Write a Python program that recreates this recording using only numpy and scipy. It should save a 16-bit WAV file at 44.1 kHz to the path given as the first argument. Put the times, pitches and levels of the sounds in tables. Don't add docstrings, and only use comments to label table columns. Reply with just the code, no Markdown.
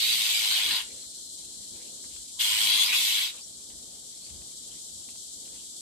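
import sys
import numpy as np
from scipy import signal
from scipy.fft import rfft, irfft, next_fast_len
from scipy.io import wavfile

SR = 44100
rng = np.random.default_rng(int(sys.argv[2]) if len(sys.argv) > 2 else 0)


def unload_wav(signal):
    wavfile.write(
        sys.argv[1],
        SR,
        np.round(np.clip(np.atleast_2d(signal).T, -1, 1) * 32767).astype(np.int16),
    )


N = 256203
TIME = np.arange(N) / SR


# start t/s, length t/s, effort level/dB, swell rate/(dB/s), initial puff rate f/Hz
PUSHES = [(-.06, 0.91, -27.5, -1, 111), (2.387, 0.59, -27.5, 3.5, 107), (2.906, 0.42, -26, -7, 108)]
# f/Hz, level/dB
BODY_SPECTRUM = [(1200, -70), (1700, -20.5), (2100, -6.5), (2600, -2), (3100, 1), (3800, 1), (4400, -1.5),
                 (4950, -4), (5400, -12), (6500, -62)]
TREBLE_SPECTRUM = [(4500, -47), (5400, 2), (6300, 1.5), (7200, 1.5), (8300, 0.5), (9300, 0.5),
                   (10200, -2.5), (11200, -0.5), (12200, 1), (13300, -2), (14300, -3), (15300, -18)]
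RATTLE_SPECTRUM = [(500, -13), (750, -13), (930, -7), (1100, -6), (1230, -9), (1500, -3.5), (1750, -2),
                   (2300, -3.5)]
# f/Hz, width f/Hz, lift level/dB
BEAK_RESONANCES = [(3100, 110, 1.5), (3390, 170, 1.5), (3620, 140, -2), (3870, 150, 2), (4910, 160, 2)]
# t/s, depth/1 (0 to 1)
PUFF_DEPTH = [(.08, .38), (.16, .1), (.23, .3), (.31, .14), (.44, .18), (.57, .38), (.7, .1), (2.42, .18),
              (2.48, .38), (2.6, .48), (2.7, .24), (2.81, .38), (3.02, .08), (3.13, .28), (3.24, .08)]
# t/s, level/dB
TREBLE_LEVEL = [(0, -33), (.08, -31), (.35, -30.5), (.48, -31.5), (.55, -32), (.76, -35.5), (2.4, -28.5),
                (2.56, -31.5), (2.65, -28), (2.73, -31.5), (2.82, -28.5), (2.89, -32), (2.95, -29),
                (3.07, -29), (3.16, -31), (3.25, -34.5)]
RATTLE_LEVEL = [(0, -49), (.18, -49), (.5, -42.5), (.66, -43), (.78, -40), (2.4, -43.5), (2.7, -44),
                (2.87, -44), (2.94, -41.5), (3.02, -48.5), (3.25, -46.5)]
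# t/s, f/Hz
THROAT_CURVES = [
    [(.08, 3700), (.33, 3250), (.52, 3870), (.61, 3140), (.756, 4260), (.8, 3400)],
    [(2.4, 3200), (2.54, 2980), (2.7, 3470), (2.884, 3970), (2.922, 2920), (2.98, 3600), (3.28, 3630)],
]
UPPER_CURVES = [
    [(.05, 8000), (.21, 8400), (.35, 8000), (.65, 8550)],
    [(2.42, 7900), (2.63, 8300), (2.72, 9200), (2.84, 9600), (2.95, 7100), (3.08, 7860), (3.25, 7760)],
]
# start t/s, length t/s, start f/Hz, end f/Hz, width f/Hz, level/dB, pan level/dB
SQUEAL_EVENTS = [(0, 0.14, 3800, 3900, 170, -26.5, -17), (-.03, 0.14, 4320, 4500, 200, -30.5, -6),
                 (0.102, 0.067, 4600, 4450, 200, -29.5, -2), (.14, .06, 1600, 1590, 140, -61, 0),
                 (0.188, 0.22, 3120, 3420, 250, -45, -6), (0.3, 0.11, 2390, 2330, 200, -34, 1),
                 (0.309, 0.074, 7500, 7700, 900, -36, 1), (0.336, 0.083, 4970, 4800, 220, -31, -8),
                 (0.493, 0.094, 3920, 3730, 300, -28.5, 0), (0.497, 0.11, 4530, 4150, 350, -30.5, 1),
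                 (0.548, 0.081, 3000, 2960, 150, -29.5, -6), (0.693, 0.064, 4300, 4400, 300, -35, 2),
                 (2.387, 0.042, 3400, 3620, 450, -28.5, 2), (2.393, 0.036, 2950, 2760, 200, -32.5, 2),
                 (2.432, 0.22, 2850, 3150, 170, -32, 1), (2.433, 0.28, 8330, 8360, 260, -36.5, -8),
                 (2.394, .18, 7150, 7240, 300, -42, 6), (2.604, 0.23, 3270, 3320, 170, -28.5, 8),
                 (2.612, 0.26, 3850, 4150, 170, -30, 2), (2.645, 0.17, 4400, 4570, 400, -33.5, 4),
                 (2.659, 0.2, 9050, 9600, 1200, -38, 0), (2.783, 0.066, 3380, 3430, 220, -22.5, 4),
                 (2.786, 0.07, 6950, 6730, 500, -33.5, -1), (2.837, 0.048, 4750, 5000, 300, -28, -2),
                 (2.908, 0.067, 2600, 2730, 300, -28, 3), (2.887, 0.057, 2220, 2310, 300, -36.5, 7),
                 (2.925, 0.049, 3370, 3570, 200, -29.5, -10), (3.051, 0.038, 1500, 1560, 160, -54, -2),
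                 (3.166, 0.054, 1710, 1680, 200, -48, 7), (3.241, 0.038, 4860, 4900, 220, -37, 0)]
# start t/s, length t/s, level/dB
HOLLOW_RINGS = [(.7, .14, -51), (2.33, 0.9, -51.5)]
# f/Hz, pan level/dB; then f/Hz, likeness/1
BIRD_LEAN = [(800, 0.5), (2400, 0.5), (3400, 1.5), (4200, 1), (5200, 3), (7500, -0.5), (8400, -2.5),
             (9500, -4), (11000, 1.5), (15000, -1)]
BIRD_LIKENESS = [(500, 0.19), (1000, 0.73), (1500, 0.051), (2100, 0.29), (3500, 0), (5000, 0.038),
                 (15000, 0)]
# start t/s, length t/s, start f/Hz, end f/Hz, bow f/Hz, level/dB
CHIRP_EVENTS = [(3.352, .045, 4080, 3620, 0, -50), (3.404, .03, 4600, 5100, 0, -47),
                (3.425, 0.035, 5350, 5880, 80, -48), (3.52, 0.046, 4080, 4420, 60, -55),
                (4.19, .11, 3850, 4270, 380, -50)]
# spectrum f/Hz, level/dB; level curve t/s, level/dB; stereo image f/Hz, pan level/dB
HISS_SPECTRUM = [(1800, -92), (2700, -29.5), (3100, -8), (4200, -3.5), (5000, -5), (6600, -3.5),
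                 (7700, 2.5), (8600, -2), (10000, -8.5), (12000, -15.5), (13500, -23), (15200, -37)]
HISS_LEVEL = [(0, -42.5), (1.1, -45.5), (2.3, -45), (3.5, -47), (4.3, -47), (4.6, -45.5)]
HISS_LEAN = [(2500, 2), (4200, 5), (6500, 4), (7600, 4.5), (8500, -4.5), (10000, 0.5), (12000, 3.5),
             (14000, 6)]
# t/s, level/dB
DRONE_LEVEL = [(1.4, -53.5), (2.1, -60), (3.5, -72), (5.81, -84)]
# spectrum f/Hz, level/dB; swells start t/s, length t/s, level/dB
AIR_SPECTRUM = [(12, -50), (20, -31), (54, 1), (145, -2), (235, 2), (338, -1.5), (584, -6), (807, -10),
                (929, -12), (1090, -15.5), (2040, -21), (2500, -20), (3250, -40), (5500, -120)]
AIR_GUSTS = [(.02, 0.24, -65.5), (.62, 0.15, -56.5), (.88, 0.093, -67), (1.7, 0.14, -65), (5.42, 0.31, -71)]
# f/Hz, pan level/dB; then f/Hz, likeness/1
AIR_LEAN = [(30, 17), (70, 6), (140, 2), (1000, 0.5), (2500, 3.5)]
AIR_LIKENESS = [(30, 0.91), (80, 0.23), (220, 0.94), (500, 0.6), (900, -0.12), (1500, -0.13), (2200, 0.085)]
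# start t/s, scuff level/dB, scuff decay by 60 dB t/s
TICK_EVENTS = [(2.042, -51, 0.091), (2.164, -44.5, 0.079), (3.369, -53, 0.14), (3.702, -43.5, 0.066),
               (4.264, -60, 0.055), (4.302, -55, 0.056), (4.342, -59, .06), (4.419, -48, .025),
               (5.087, -47, 0.085), (5.156, -52, .03), (5.454, -50.5, 0.062), (5.478, -55, .05),
               (5.55, -61, .06), (5.595, -58, .07)]
# f/Hz, level/dB
TICK_SPECTRUM = [(150, -1), (400, 5.5), (900, 1.5), (1500, -1.5), (2200, 3), (3200, 10), (6000, -24),
                 (12000, -37)]
# start t/s, length t/s, level/dB
RUSTLE_EVENTS = [(.83, 0.24, -58), (1.74, 0.22, -64), (2.1, 0.16, -65), (3.33, 0.092, -56),
                 (4.67, 0.12, -63), (5.5, 0.15, -59)]
RUB_EVENTS = [(.87, 0.16, -61.5), (1.7, 0.34, -62.5), (4.24, 0.16, -70), (5.4, 0.2, -74)]
BUMP_EVENTS = [(0.886, 0.13, -63), (2.01, 0.27, -61.5), (2.494, 0.14, -56.5), (3.72, 0.084, -59.5),
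               (4.257, 0.2, -53.5), (4.9, 0.13, -63)]
# f/Hz, level/dB
BUMP_SPECTRUM = [(25, -30), (50, 11), (75, 13), (110, 0), (250, -7.5), (600, -26)]

ATTACK_S, RELEASE_S = 0.023, 0.087
SNAP_S, SNAP_DB = 0.016, 0.5
SAG_HZ_PER_S = 6
RATE_WANDER, UNSTEADY_HZ = 0.0063, 8
THROAT_FIRM, SQUEAL_FIRM = .5, .7
HOLLOW_HZ, HOLLOW_WIDTH_HZ = 998, 180
DRONE_HZ = 4175
AIR_DB, AIR_WANDER_DB, AIR_WANDER_HZ = -61, 1.5, 3.5
RUB_HZ, RUB_WIDTH_HZ = 485, 280
CRACK_DB, CRACK_T60_S = 4, 0.0094
EDGE_HZ = 15450


def shrike(body_db=1.06, focus=0.5, throat_width_hz=700,
           upper_focus=0.36, upper_width_hz=1100, treble_pulsing=0.31):
    knots_db, rattle_knots_db, knot_hz, knot_s = 2.3, 3.6, 200, .018
    effort, bright, low, flow = rasp_controls()
    throat_hz, = curves(np.vstack(THROAT_CURVES))
    upper_hz, = curves(np.vstack(UPPER_CURVES))

    body = colour(flow * noise(), BODY_SPECTRUM, BEAK_RESONANCES)
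    body = body + focus * flow * resonate(noise(), throat_hz, throat_width_hz, THROAT_FIRM)
    treble = colour(flow ** treble_pulsing * noise(), TREBLE_SPECTRUM)
    treble = treble + upper_focus * resonate(flow * noise(), upper_hz, upper_width_hz)
    rattle = colour(flow * noise(), RATTLE_SPECTRUM)

    voice = gain_of(body_db) * effort * patchy(body, knots_db, knot_hz, knot_s)
    voice = voice + bright * patchy(treble, knots_db, knot_hz, knot_s)
    voice = voice + low * patchy(rattle, rattle_knots_db, knot_hz, knot_s)
    voice = np.array([twigs(side) for side in voice])
    voice = voice + np.sqrt(flow) * squeals()
    ring = swells(HOLLOW_RINGS) * resonate(rng.standard_normal(N), HOLLOW_HZ, HOLLOW_WIDTH_HZ)
    return place(voice, BIRD_LEAN, BIRD_LIKENESS) + ring


def rasp_controls():
    rows = np.array(PUSHES)
    gates = []
    for s, length in rows[:, :2]:
        rise, fall = (TIME - s) / ATTACK_S, (s + length - TIME) / RELEASE_S
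        gates.append(np.clip(np.minimum(rise, fall), 0, 1))
    gate = np.max(gates, 0)
    current = np.maximum(np.searchsorted(rows[:, 0], TIME) - 1, 0)
    start, length, effort_db, swell, rate = rows[current].T
    age = np.clip(TIME - start, 0, length)
    effort = gate * gain_of(effort_db + swell * age + SNAP_DB * np.exp(-age / SNAP_S))
    bright = gate * gain_of(curves(TREBLE_LEVEL)[0])
    low = gate * gain_of(curves(RATTLE_LEVEL)[0])
    unsteady = 1 + RATE_WANDER * wander(UNSTEADY_HZ)
    return effort, bright, low, puffs((rate - SAG_HZ_PER_S * age) * unsteady)


def puffs(rate):
    jitter, uneven_db, edge = .02, .7, .25
    depth = np.clip(curves(PUFF_DEPTH)[0], 0, 1)
    turns = np.cumsum(rate * (1 + jitter * wander(44.5))) / SR
    strength = gain_of(uneven_db * rng.standard_normal(N))[turns.astype(int)]
    shape = -np.cos(2 * np.pi * turns) - edge * np.sin(2 * np.pi * 2 * turns)
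    return strength * (1 + depth * shape) / np.sqrt(1 + depth ** 2 / 2)


def squeals(squeal_db=0):
    return gain_of(squeal_db) * sum(squeal(*row) for row in SQUEAL_EVENTS)


def squeal(s, length, start_hz, end_hz, width_hz, db, pan_db):
    out, on = np.zeros((2, N)), (TIME > s) & (TIME < s + length)
    u = (TIME[on] - s) / length
    air = rng.standard_normal((2, SR))[:, :len(u)]
    lean = evened(gain_of([[pan_db / 2], [-pan_db / 2]]))
    tone = resonate(air, start_hz + (end_hz - start_hz) * u, width_hz, SQUEAL_FIRM)
    out[:, on] = lean * gain_of(db) * np.sin(np.pi * u) * tone
    return out


def twigs(x, nearest_s=0.000984, farthest_s=.0095, sway_s=.00007, sway_hz=3.6, count=6):
    echo = .24
    out = x.copy()
    for delay in np.linspace(nearest_s, farthest_s, count):
        path = delay * rng.uniform(.9, 1.1) + sway_s * wander(sway_hz)
        out += echo * np.interp(TIME - path, TIME, x, left=0)
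    return out / np.sqrt(1 + count * echo ** 2)


def far_chirps(waver=0.022, waver_hz=220):
    out, wobble = np.zeros(N), 1 + waver * wander(waver_hz)
    for s, length, start_hz, end_hz, bow_hz, db in CHIRP_EVENTS:
        swell = arch(s, length)
        glide = np.interp(TIME, [s, s + length], [start_hz, end_hz])
        hz = (glide + bow_hz * swell) * wobble
        out += gain_of(db) * swell * np.sqrt(2) * np.sin(2 * np.pi * np.cumsum(hz) / SR)
    return out


def foliage(x, t60=0.33, scatter_db=-17, dull_hz=4500):
    t = TIME[:SR]
    tail = rng.standard_normal((2, SR)) * gain_of(-60 * t / t60) * (t > .006)
    low_pass = signal.butter(2, min(dull_hz, SR / 3), fs=SR, output="sos")
    tail = signal.sosfilt(low_pass, tail)
    tail = tail / np.linalg.norm(tail[0])
    return gain_of(scatter_db) * signal.fftconvolve(x, tail, axes=1)[:, :N]


def insects(hiss_db=3.0, shimmer_db=0.69, drone_width_hz=260):
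    level_db = curves(HISS_LEVEL)[0] + hiss_db + shimmer_db * wander(31)
    chorus = colour(noise(), HISS_SPECTRUM) * gain_of(level_db)
    drone = resonate(noise(), DRONE_HZ, drone_width_hz) * gain_of(curves(DRONE_LEVEL)[0])
    return place(chorus + drone, HISS_LEAN)


def surroundings(tick_db=-6.0, rustle_db=-1, bump_db=0, stir_db=-72, stir_depth_db=4):
    air_level = gain_of(AIR_DB + AIR_WANDER_DB * wander(AIR_WANDER_HZ)) + swells(AIR_GUSTS)
    air = patchy(colour(noise(), AIR_SPECTRUM), depth_db=2.0, patch_hz=250, patch_s=.03) * air_level
    ticks = sum(tick(*row) for row in TICK_EVENTS)
    flicker_db = stir_depth_db * wander(11)
    rustles = gain_of(rustle_db + .5 * flicker_db) * swells(RUSTLE_EVENTS)
    leaves = rustles + gain_of(stir_db + flicker_db)
    scuff = patchy(colour(noise(), TICK_SPECTRUM), depth_db=5.0, patch_hz=597, patch_s=0.035)
    near = (gain_of(tick_db) * ticks + leaves) * scuff
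    rubs = swells(RUB_EVENTS) * resonate(noise(), RUB_HZ, RUB_WIDTH_HZ)
    bumps = gain_of(bump_db) * swells(BUMP_EVENTS) * colour(noise(), BUMP_SPECTRUM)
    return place(air + near + rubs + bumps, AIR_LEAN, AIR_LIKENESS)


def tick(s, db, t60):
    out, on = np.zeros(N), (TIME >= s) & (TIME < s + t60)
    age = TIME[on] - s
    scuff = gain_of(db - 60 * age / t60)
    crack = gain_of(db + CRACK_DB - 60 * age / CRACK_T60_S)
    out[on] = scuff + crack
    return out


def patchy(x, depth_db, patch_hz, patch_s):
    z = signal.stft(x, nperseg=256, noverlap=192)[2]
    hz, s = np.arange(-12, 13)[:, None] * SR / 256, np.arange(-60, 61) * 64 / SR
    blur = np.exp(-(2 * hz / patch_hz) ** 2 - (2 * s / patch_s) ** 2)
    field = evened(signal.fftconvolve(rng.standard_normal(z.shape[-2:]), blur, "same"))
    return evened(signal.istft(z * gain_of(depth_db * field), nperseg=256, noverlap=192)[1][..., :N])


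def resonate(x, hz, width, firm=0):
    turn = np.exp(2j * np.pi * np.cumsum(hz * np.ones(x.shape[-1])) / SR)
    r = np.exp(-np.pi * width / SR)
    ring = signal.lfilter([(1 - r) ** 2], [1, -2 * r, r * r], x / turn)
    if firm:
        power = abs(ring) ** 2
        ring = ring / (power + power.mean() / 10) ** (firm / 2)
    return evened((turn * ring).real)


def colour(x, spectrum, peaks=()):
    size = next_fast_len(N + 4096)
    hz = np.fft.rfftfreq(size, 1 / SR)
    db = read(spectrum, hz)
    db = db + sum(lift / (1 + (2 * (hz - f) / width) ** 2) for f, width, lift in peaks)
    octaves_out = abs(np.log2((hz + 1) / np.clip(hz + 1, spectrum[0][0], spectrum[-1][0])))
    db = db - 30 * octaves_out
    return evened(irfft(rfft(x, size) * gain_of(db), size)[..., :N])


def place(pair, pan, likeness=((1000, 0),)):
    hz = np.fft.rfftfreq(N, 1 / SR)
    a, b = rfft(pair)
    same = np.clip(read(likeness, hz), -1, 1)
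    lean = gain_of(read(pan, hz) / 2)
    left = a * lean
    right = (same * a + np.sqrt(1 - same ** 2) * b) / lean
    return irfft(np.array([left, right]), N)


def wander(rate_hz):
    size = next_fast_len(N, True)
    hz = np.fft.rfftfreq(size, 1 / SR)
    spectrum = rfft(rng.standard_normal(size)) / (1 + (hz / rate_hz) ** 4)
    return evened(irfft(spectrum, size)[:N])


def noise():
    return rng.standard_normal((2, N))


def swells(rows):
    return sum(gain_of(db) * arch(s, length) for s, length, db in rows)


def arch(s, length):
    out, on = np.zeros(N), (TIME > s) & (TIME < s + length)
    out[on] = np.sin(np.pi * (TIME[on] - s) / length)
    return out


def curves(rows):
    s, *columns = np.transpose(rows)
    return [np.interp(TIME, s, c) for c in columns]


def read(points, hz):
    f, value = np.transpose(points)
    return np.interp(np.log(hz + 1), np.log(f), value)


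def gain_of(db):
    return 10 ** (np.asarray(db) / 20)


def evened(x):
    return x / np.sqrt(np.mean(x ** 2) + 1e-20)


def scene():
    birds = shrike() + np.array([far_chirps(), far_chirps()])
    return birds + foliage(birds) + insects() + surroundings()


def record(dry):
    low_pass = signal.firwin(511, EDGE_HZ, window=("kaiser", 9), fs=SR)
    return signal.oaconvolve(dry, low_pass[None], "same")


dry = scene()
out = record(dry)
unload_wav(out)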